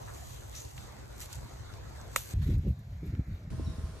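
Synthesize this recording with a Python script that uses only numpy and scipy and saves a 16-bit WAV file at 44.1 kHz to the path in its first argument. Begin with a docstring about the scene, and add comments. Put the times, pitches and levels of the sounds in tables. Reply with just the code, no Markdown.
"""A garden in light wind, heard from three spots in turn. Under a tree, in a soft breeze, a hand pulls
at a fruit: leaves brush, scrape and tick, then the stalk snaps with a crack and a short ring (2.16 s).
Cut to a table (2.34 s): gusts buffet the microphone, fingers rub and scrape the fruit, low plants stir.
Cut back to a tree (3.5 s): the gusts go on over brighter air, a far hum and two chirps of a small bird."""
import sys
import numpy as np
from scipy import signal
from scipy.fft import rfft, irfft, next_fast_len
from scipy.io import wavfile
from scipy.ndimage import uniform_filter1d, map_coordinates

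SR = 44100
rng = np.random.default_rng(int(sys.argv[2]) if len(sys.argv) > 2 else 0)


def master(y):
    """Save y as 16-bit WAV."""
    cut = np.clip(np.atleast_2d(y).T, -1, 1)
    pcm = np.round(cut * 32767)  # scale
    wavfile.write(sys.argv[1], SR, pcm.astype(np.int16))


N = 176400
T = np.arange(N) / SR
TABLE_S, ORCHARD_S = 2.339, 3.503  # the two cuts
CHANNEL_LAG_S = 0.0001558  # the right channel trails the left by this fixed lag in many sounds

# The stalk's fibres giving way. Each row: start in seconds, level in dB.
FIBRE_BREAKS = [(2.1605, -19.5), (2.1613, -20.5), (2.166, -41), (2.172, -37), (2.1845, -41)]
# The ring of stalk and fruit. Each row: pitch in Hz, relative level in dB, 60 dB decay in seconds.
STALK_MODES = [(536, -15.5, 0.045), (1020, -4, 0.013), (1300, 0.5, 0.014), (1910, -4, 0.017),
               (2210, -5, 0.017), (2400, -9, 0.02), (2750, -9, 0.016), (3860, -10.5, 0.014)]
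# Gusts on the microphone. Each row: time in seconds, relative rumble and flutter levels in dB.
GUST_LEVELS = [(2.345, -28.5, -45.5), (2.41, -28, -56), (2.441, -31.5, -59), (2.491, -26.5, -35.5),
               (2.6, -27.5, -49), (2.621, -41, -58), (2.671, -30, -31), (2.707, -25.5, -40),
               (2.755, -50, -68), (2.791, -42, -54), (2.841, -51, -76), (2.873, -42, -80),
               (2.887, -44.5, -56), (2.907, -41, -76), (2.919, -39.5, -59), (2.999, -42.5, -69),
               (3.035, -43, -39), (3.105, -32.5, -57), (3.113, -54, -57), (3.137, -28.5, -42.5),
               (3.165, -48, -50.5), (3.197, -31.5, -40.5), (3.243, -55.5, -68), (3.283, -36.5, -48),
               (3.343, -36, -58), (3.377, -51.5, -58.5), (3.501, -37, -56), (3.519, -42, -42),
               (3.537, -34.5, -40), (3.561, -40.5, -54), (3.601, -34.5, -39.5), (3.647, -36.5, -58),
               (3.685, -29.5, -41.5), (3.717, -43.5, -51), (3.739, -35, -65), (3.773, -55, -71),
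               (3.787, -37, -43), (3.813, -44, -57), (3.837, -39.5, -60), (3.925, -43, -86),
               (4.0, -53, -75)]
# Single thumps of wind. Each row: time in seconds, peak in dB before the low cut, half width in seconds.
WIND_THUMPS = [(2.344, -28, 0.0035), (2.49, -16, 0.0014), (2.59, -12, 0.0026), (2.669, -26, 0.0011),
               (3.032, -24, 0.0011), (3.138, -28, .0015), (3.195, -16.5, 0.0014), (3.598, -26.5, 0.00063),
               (3.785, -23.5, 0.0016), (3.839, -22.5, 0.0025)]
# Short ticks of leaves and twigs, and fingers scraping the fruit's skin at the table.
# Each row: start in seconds, level in dB, centre in Hz, 60 dB decay in seconds.
TICKS_AND_SCRAPES = [(0.075, -50, 1140, 0.38), (.153, -57, 8000, 0.025), (.538, -54, 2100, 0.21),
                     (0.55, -48, 5460, 0.036), (.563, -47, 6500, 0.02), (0.601, -44, 6130, 0.038),
                     (.648, -45, 4500, .02), (0.778, -43.5, 2500, 0.034), (1.163, -48, 9000, 0.011),
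                     (1.18, -42, 8000, .012), (1.203, -36, 6400, 0.014), (1.2125, -39, 6000, 0.014),
                     (1.231, -48, 3500, 0.028), (1.3125, -49, 4400, .014), (1.328, -35.5, 6100, 0.022),
                     (1.338, -40, 2870, 0.013), (1.355, -37, 6500, 0.012), (1.722, -55, 6000, 0.044),
                     (1.737, -45.5, 4230, 0.018), (2.012, -47.5, 5860, 0.025), (2.582, -48, 11200, 0.01),
                     (2.68, -63, 13000, 0.29), (2.79, -58.5, 11000, 0.032), (3.06, -59, 12000, .1),
                     (3.15, -44.5, 1960, 0.016), (3.503, -54, 2300, 0.023)]
# Crisp scrapes of single leaves. Each row: start in seconds, level in dB, 60 dB decay in seconds.
LEAF_SCRAPES = [(.25, -67, 0.95), (1.2, -50, 0.21), (1.315, -60, 0.18), (2.19, -51, 0.46)]
# Bird notes. Each row: start and length in seconds, first and last pitch in Hz, level in dB.
BIRD_NOTES = [(3.643, 0.0089, 5680, 5420, -55), (3.657, 0.029, 4150, 3600, -55)]
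# The tones of a far hum. Each row: pitch in Hz, level in dB.
HUM_TONES = [(645, -65.5), (1055, -68.5)]

# Fader moves. Each row: time in seconds, relative level in dB.
BRUSH_FADER = [(0, -60), (.13, -58), (.17, -54), (.24, -57.5), (.33, -54.5), (.43, -59), (.53, -58),
               (.55, -52.5), (.61, -54), (.63, -55.5), (.73, -60), (.78, -57), (.95, -64), (1.1, -64.5),
               (1.18, -60.5), (1.22, -45.5), (1.28, -62), (1.33, -52.5), (1.4, -61.5), (1.55, -62),
               (1.7, -67), (1.74, -61.5), (1.8, -68), (2, -62), (2.08, -65), (2.155, -55), (2.18, -48.5),
               (2.26, -55.5), (2.31, -52.5), (2.34, -52.5)]  # leaves brushed by the arm and the swinging twig
FINGER_FADER = [(2.34, -62.5), (2.39, -65), (2.43, -56.5), (2.54, -57.5), (2.58, -68.5), (2.68, -66),
                (2.74, -72.5), (2.89, -70.5), (2.93, -69), (3.01, -72), (3.07, -64.5), (3.11, -67),
                (3.22, -73), (3.35, -67.5), (3.5, -75)]  # fingers sliding on waxy skin
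PLANT_FADER = [(2.88, -88), (2.93, -72.5), (3.15, -67.5), (3.3, -69), (3.5, -73.5)]  # dry ground plants by the table
BREEZE_FADER = [(0, -57), (.11, -60.5), (.16, -58.5), (.6, -63.5), (.75, -66), (.79, -55.5), (1.04, -56.5),
                (1.08, -62.5), (1.12, -57), (1.6, -56.5), (2.15, -56.5), (2.22, -63.5), (2.34, -53.5)]  # breeze in the surrounding trees
HOLLOW_FADER = [(0, -64), (.4, -67), (.65, -66), (.8, -70)]  # a hollow rush of air that eases off
SOFT_RUMBLE_FADER = [(0.0, -64), (0.02, -46.5), (0.59, -47), (0.63, -57), (0.66, -42.5), (0.72, -58),
                     (0.75, -44.5), (0.98, -53), (1.0, -48), (1.27, -47.5), (1.28, -54), (1.38, -41),
                     (1.47, -46), (1.48, -54.5), (1.59, -42.5), (1.7, -49.5), (1.72, -45.5), (2.2, -46.5),
                     (2.27, -52), (2.32, -49.5)]  # wind rumble under the tree

# Tone colours. Each row: frequency in Hz, relative level in dB.
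CRACK_EQ = [(300, -0.5), (1300, -3), (2500, 0.5), (3200, 1), (3800, 6), (4500, -3), (6500, 5), (8500, 4.5),
            (11000, 0.5), (12700, 6.5), (14500, 6.5)]
GUST_RUMBLE_EQ = [(20, -10), (40, -1.5), (62, 5), (112, -0.5), (160, -9), (230, -23.5), (400, -66),
                  (900, -87)]
FLUTTER_EQ = [(80, -28), (170, 7), (240, 1), (340, -6.5), (480, -17), (700, -33), (1200, -51), (3000, -83)]
LEAF_EQ = [(300, -42), (1200, -5), (3000, -2), (4300, 0.5), (5200, -5.5), (6300, 3), (7400, 1), (8300, 0.5),
           (9700, -2.5), (12800, -6), (14300, -5)]
SCRAPE_EQ = [(2000, -12), (3100, -30), (4400, -14), (5200, -20), (9000, 13), (11000, 25), (13200, 21),
             (14500, 6)]
SLIDE_EQ = [(2000, -13), (4800, -11), (5900, 7), (6900, -4), (8500, -17), (14000, -36)]  # the narrow hiss of a leaf along the arm
SKIN_EQ = [(400, -15), (1100, 0.5), (1500, 2.5), (2300, 4), (3000, -1), (4100, 3), (5000, -6.5),
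           (6500, -4.5), (8500, -9), (13000, -7.5), (14500, -7.5)]
PLANT_EQ = [(900, -36), (1300, 5), (1800, 0.5), (2300, 5.5), (2800, -16), (5000, -48)]
BREEZE_EQ = [(60, -6), (200, 3), (400, -1.5), (700, -1.5), (1250, -5), (2000, -7.5), (2900, -17.5),
             (4200, -11), (8000, -23), (14000, -99)]
FLAP_EQ = [(150, 0), (400, 4.5), (1500, -6), (2400, -13), (5000, -45)]  # leaves flapping softly
HOLLOW_EQ = [(150, -20), (330, 1), (650, -1.5), (1100, -4.5), (1700, -19), (4000, -37)]
SOFT_RUMBLE_EQ = [(20, -36), (40, -11.5), (58, 2), (85, -4), (128, -2), (170, -23), (230, -25), (450, -37),
                  (1000, -72)]
TABLE_AIR_EQ = [(60, 4), (300, -6.5), (650, 4.5), (1000, -4), (1700, -5), (2800, -21.5), (4000, -15),
                (7000, -18), (9000, -28.5), (13000, -25)]
ORCHARD_AIR_EQ = [(60, 7), (450, 2.5), (750, -4.5), (1200, -2.5), (2500, -12.5), (4000, -11.5), (6000, -14),
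                  (8000, -17), (9700, -15), (11500, -26), (13500, -21.5), (14300, -35)]
MICROPHONE_EQ = [(20, 0), (38, 1.5), (64, 0.5), (13400, 0), (14400, -14), (15000, -32)]

# Stereo images. Each row: frequency in Hz, left-right likeness from -1 (opposed) to 1 (mono).
CRACK_IMAGE = [(500, 0.55), (1300, 0.33), (3000, 0.21), (6500, 1), (9500, 0.7), (13000, 0.63)]
FOLIAGE_IMAGE = [(500, 1), (2000, 0.031), (4000, 0.21), (6500, 0.66), (9500, 1), (12500, 0.74)]
BREEZE_IMAGE = [(60, 0.6), (200, 0.62), (450, 0.08), (1230, 0.72), (2260, 0.18), (4130, -0.62),
                (7500, -0.1)]
WIDE_FLUTTER_IMAGE = [(150, -0.95), (280, 0.3), (400, 0.99)]
PLANT_IMAGE = [(1300, -0.37), (2100, 0.55)]
SOFT_RUMBLE_IMAGE = [(25, 1.0), (60, 0.84), (120, 0.69), (200, 0.28)]
TABLE_AIR_IMAGE = [(400, 1.0), (700, 1.0), (1300, -1.0), (3000, 0.097), (6500, 0.91)]
ORCHARD_AIR_IMAGE = [(150, 0.15), (450, 0.51), (1300, 0.62), (2500, 0.06), (6000, 0.064)]


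def stalk_snap(ring_db=-17.5, scatter_db=-31.5, right_lag_s=.00003, pan_db=0.2):
    """The stalk breaks: a crack for each fibre bundle, a damped ring, and a scatter from the foliage."""
    start = FIBRE_BREAKS[0][0]
    breaks = sum(amp(db) * burst(s, t60=0.013) for s, db in FIBRE_BREAKS)
    crack = rush(CRACK_EQ, CRACK_IMAGE, CHANNEL_LAG_S) * breaks
    age = T - start - np.array([[0], [right_lag_s]])
    ring = sum((-1) ** k * amp(db) * burst(start, t60, attack_s=0.00028) * np.sin(2 * np.pi * hz * age)
               for k, (hz, db, t60) in enumerate(STALK_MODES))
    scatter = rush(CRACK_EQ, FOLIAGE_IMAGE, CHANNEL_LAG_S) * burst(start, t60=0.15, attack_s=0.00081)
    return amp([[-pan_db], [pan_db]]) * (crack + amp(ring_db) * ring + amp(scatter_db) * scatter)


def gusts(rumble_trim_db=0.5, low_cut_hz=44.7):
    """Wind hits the microphone: deep rumble, flutter and single thumps, all ringing in its low cut."""
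    rumble_db, flutter_db = curves(GUST_LEVELS)
    rumble = amp(rumble_db + rumble_trim_db) * eddies(GUST_RUMBLE_EQ, image=[(100, 1)], even_s=.016)
    centred = eddies(FLUTTER_EQ, image=[(200, 1)], even_s=.01)
    wide = eddies(FLUTTER_EQ, WIDE_FLUTTER_IMAGE, even_s=0.0068)
    flutter = amp(flutter_db) * np.where(T < ORCHARD_S, centred, wide)
    thumps = sum(amp(db) * np.exp(-((T - s) / width_s) ** 2) for s, db, width_s in WIND_THUMPS)
    low_cut = signal.butter(4, low_cut_hz, "highpass", fs=SR, output="sos")
    return signal.sosfilt(low_cut, rumble + flutter + thumps)


def ticks_and_scrapes(width_octaves=0.65):
    """Leaves and twigs tick, fingers scrape the fruit: noise bursts, each with its own brightness."""
    noise, out = rush([(1000, 0)], FOLIAGE_IMAGE, CHANNEL_LAG_S), np.zeros((2, N))
    for s, db, hz, t60 in TICKS_AND_SCRAPES:
        band = lambda f: np.exp(-(np.log2((f + 1) / hz) / width_octaves) ** 2 / 2)
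        out += amp(db) * burst(s, t60) * unit(filtered(noise, band))
    return out


def leaf_brush(catch_db=-5, hiss_db=-0.5, flicker_db=0.5):
    """Leaves slide over each other: hiss with tiny catches in it."""
    catches = amp(catch_db) * stereo(grains(per_s=300), LEAF_EQ, FOLIAGE_IMAGE, CHANNEL_LAG_S)
    hiss = amp(hiss_db) * rush(LEAF_EQ, FOLIAGE_IMAGE, CHANNEL_LAG_S)
    return (hiss + catches) * fader(BRUSH_FADER) * amp(flicker_db * wobble(70))


def leaf_scrapes(wander=.02, slide_db=-41.5):
    """Dry leaves drag across the wrist: quick bright swells and a narrow slide whose pitch wanders."""
    position = np.cumsum(1 + wander * wobble(35))  # an uneven drag bends the pitch
    band = rush(SLIDE_EQ, FOLIAGE_IMAGE, CHANNEL_LAG_S)
    hiss = np.array([map_coordinates(channel, [position], mode="wrap") for channel in band])
    slide = amp(slide_db) * burst(.548, t60=0.31, attack_s=0.022) * hiss
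    swells = sum(amp(db) * burst(s, t60, attack_s=0.0075) for s, db, t60 in LEAF_SCRAPES)
    return slide + swells * rush(SCRAPE_EQ, FOLIAGE_IMAGE, CHANNEL_LAG_S)


def finger_rub(rough_db=1.0):
    """Fingers slide over the fruit's waxy skin with a slightly rough hiss."""
    return fader(FINGER_FADER) * amp(rough_db * wobble(90)) * rush(SKIN_EQ, FOLIAGE_IMAGE, CHANNEL_LAG_S)


def bird(echo_db=2):
    """Two short falling notes and their echo among the trees."""
    song = np.zeros(N)
    for s, length, start_hz, end_hz, db in BIRD_NOTES:
        progress = np.clip((T - s) / length, 0, 1)
        hz = start_hz + (end_hz - start_hz) * progress
        song += amp(db) * np.sin(np.pi * progress) * np.sin(2 * np.pi * np.cumsum(hz) / SR)
    tail = rng.standard_normal((2, N)) * burst(0, t60=.3, attack_s=.02)
    echo = signal.fftconvolve(song[None], tail / np.linalg.norm(tail[0]), axes=1)[:, :N]
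    return song + amp(echo_db) * echo


def sheltered_wind(breeze_trim_db=1, flap_db=-8):
    """Breeze and leaf flaps in the trees, a wide hollow rush, and a soft rumble at the microphone."""
    flaps = amp(flap_db) * stereo(grains(per_s=90), FLAP_EQ, BREEZE_IMAGE)
    air = rush(BREEZE_EQ, BREEZE_IMAGE, patchy_db=3)
    breeze = amp(breeze_trim_db) * fader(BREEZE_FADER) * (air + flaps)
    hollow = fader(HOLLOW_FADER) * rush(HOLLOW_EQ, image=[(600, -0.86)])
    rumble = fader(SOFT_RUMBLE_FADER) * eddies(SOFT_RUMBLE_EQ, SOFT_RUMBLE_IMAGE, even_s=0.038)
    return breeze + hollow + rumble


def table_ambience(air_db=-64):
    """The air of a quiet corner, where low plants stir with a dry rustle."""
    plants = fader(PLANT_FADER) * rush(PLANT_EQ, PLANT_IMAGE)
    return plants + amp(air_db) * rush(TABLE_AIR_EQ, TABLE_AIR_IMAGE, CHANNEL_LAG_S)


def orchard_ambience(air_db=-54, waver_rad=0.7, swell_db=3):
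    """Open garden air with a faint wavering hum far away."""
    hum = np.zeros(N)
    for hz, db in HUM_TONES:
        peak = np.sqrt(2) * amp(db + swell_db * wobble(11))
        hum += peak * np.sin(2 * np.pi * hz * T + waver_rad * wobble(21.8))
    return hum + amp(air_db) * rush(ORCHARD_AIR_EQ, ORCHARD_AIR_IMAGE, patchy_db=0.9)


def rush(eq, image, lag_s=0, patchy_db=2.5):
    """Coloured stereo noise with patches of level that shift in time and frequency."""
    spectra = signal.stft(rng.standard_normal((2, N)), nperseg=512)[2]
    patches = uniform_filter1d(rng.standard_normal(spectra.shape[1:]), size=3, axis=0)
    patches = uniform_filter1d(patches, size=12, axis=1)
    noise = signal.istft(spectra * amp(patchy_db * unit(patches)), nperseg=512)[1][:, :N]
    return stereo(noise, eq, image, lag_s)


def eddies(eq, image, even_s):
    """Low turbulence with its own slow swells evened out, so that the gust sets its strength."""
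    noise = stereo(rng.standard_normal((2, N)), eq, image)
    window = np.exp(-((T - T[N // 2]) / even_s) ** 2)
    power = signal.fftconvolve(np.mean(noise ** 2, axis=0), window, "same")
    return unit(noise / np.sqrt(np.abs(power)))


def grains(per_s):
    """Two unrelated streams of random clicks."""
    return (rng.random((2, N)) < per_s / SR) * rng.standard_normal((2, N))


def stereo(pair, eq, image, lag_s=0):
    """Colour two unrelated signals and mix them as mid and side; the mono mix has rms 1."""
    def response(hz):
        angle = np.arccos(np.clip(along(image, hz), -1, 1)) / 2
        return amp(along(eq, hz)) * [np.cos(angle), np.sin(angle)]
    mid, side = filtered(pair, response)
    channels = np.array([mid + side, mid - side])
    if lag_s:
        channels = filtered(channels, lambda hz: np.exp(1j * np.pi * lag_s * np.outer([1, -1], hz)))
    return channels / np.std(channels.mean(axis=0))


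def filtered(x, response):
    """Shape x with a response given as a function of Hz."""
    size = next_fast_len(N + 8192)
    return irfft(rfft(x, size) * response(np.fft.rfftfreq(size, 1 / SR)), size)[..., :N]


def burst(s, t60, attack_s=0.00059):
    """A quick attack at time s, with a decay of 60 dB every t60 seconds."""
    age = np.maximum(T - s, 0)
    return (1 - np.exp(-age / attack_s)) * amp(-60 * age / t60)


def gate(start, end):
    """Open between two times, with click-free edges."""
    return uniform_filter1d(1.0 * ((T >= start) & (T < end)), size=64)


def wobble(rate):
    """A smooth random curve, rate knots a second."""
    return map_coordinates(rng.standard_normal(2048), [T * rate], mode="wrap")


def fader(moves):
    """Fader moves as a gain for every sample."""
    return amp(curves(moves)[0])


def curves(rows):
    """One value per sample for each column after the time."""
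    times, *columns = np.transpose(rows)
    return [np.interp(T, times, column) for column in columns]


def along(points, hz):
    """Read an EQ or image curve on a log frequency axis."""
    freqs, values = np.transpose(points)
    return np.interp(np.log(hz + 1), np.log(freqs + 1), values)


def amp(db):
    """Decibels to gain."""
    return 10 ** (np.asarray(db) / 20)


def unit(x):
    """Scale to rms 1."""
    return x / np.sqrt(np.mean(x ** 2) + 1e-20)


def scene():
    """Tree, table and tree again, joined by hard cuts; the gusts span the last two."""
    end = N / SR
    picking = gate(0, TABLE_S) * (leaf_brush() + leaf_scrapes() + sheltered_wind() + stalk_snap())
    wind = gate(TABLE_S, end) * gusts()
    table = gate(TABLE_S, ORCHARD_S) * (finger_rub() + table_ambience())
    orchard = gate(ORCHARD_S, end) * (orchard_ambience() + bird())
    return picking + wind + table + orchard + ticks_and_scrapes()


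def record(dry):
    """The microphone's slight bass lift and treble roll-off, with nothing above 15.7 kHz."""
    return filtered(dry, lambda hz: amp(along(MICROPHONE_EQ, hz)) * (hz < 15700))


dry = scene()
out = record(dry)
master(out)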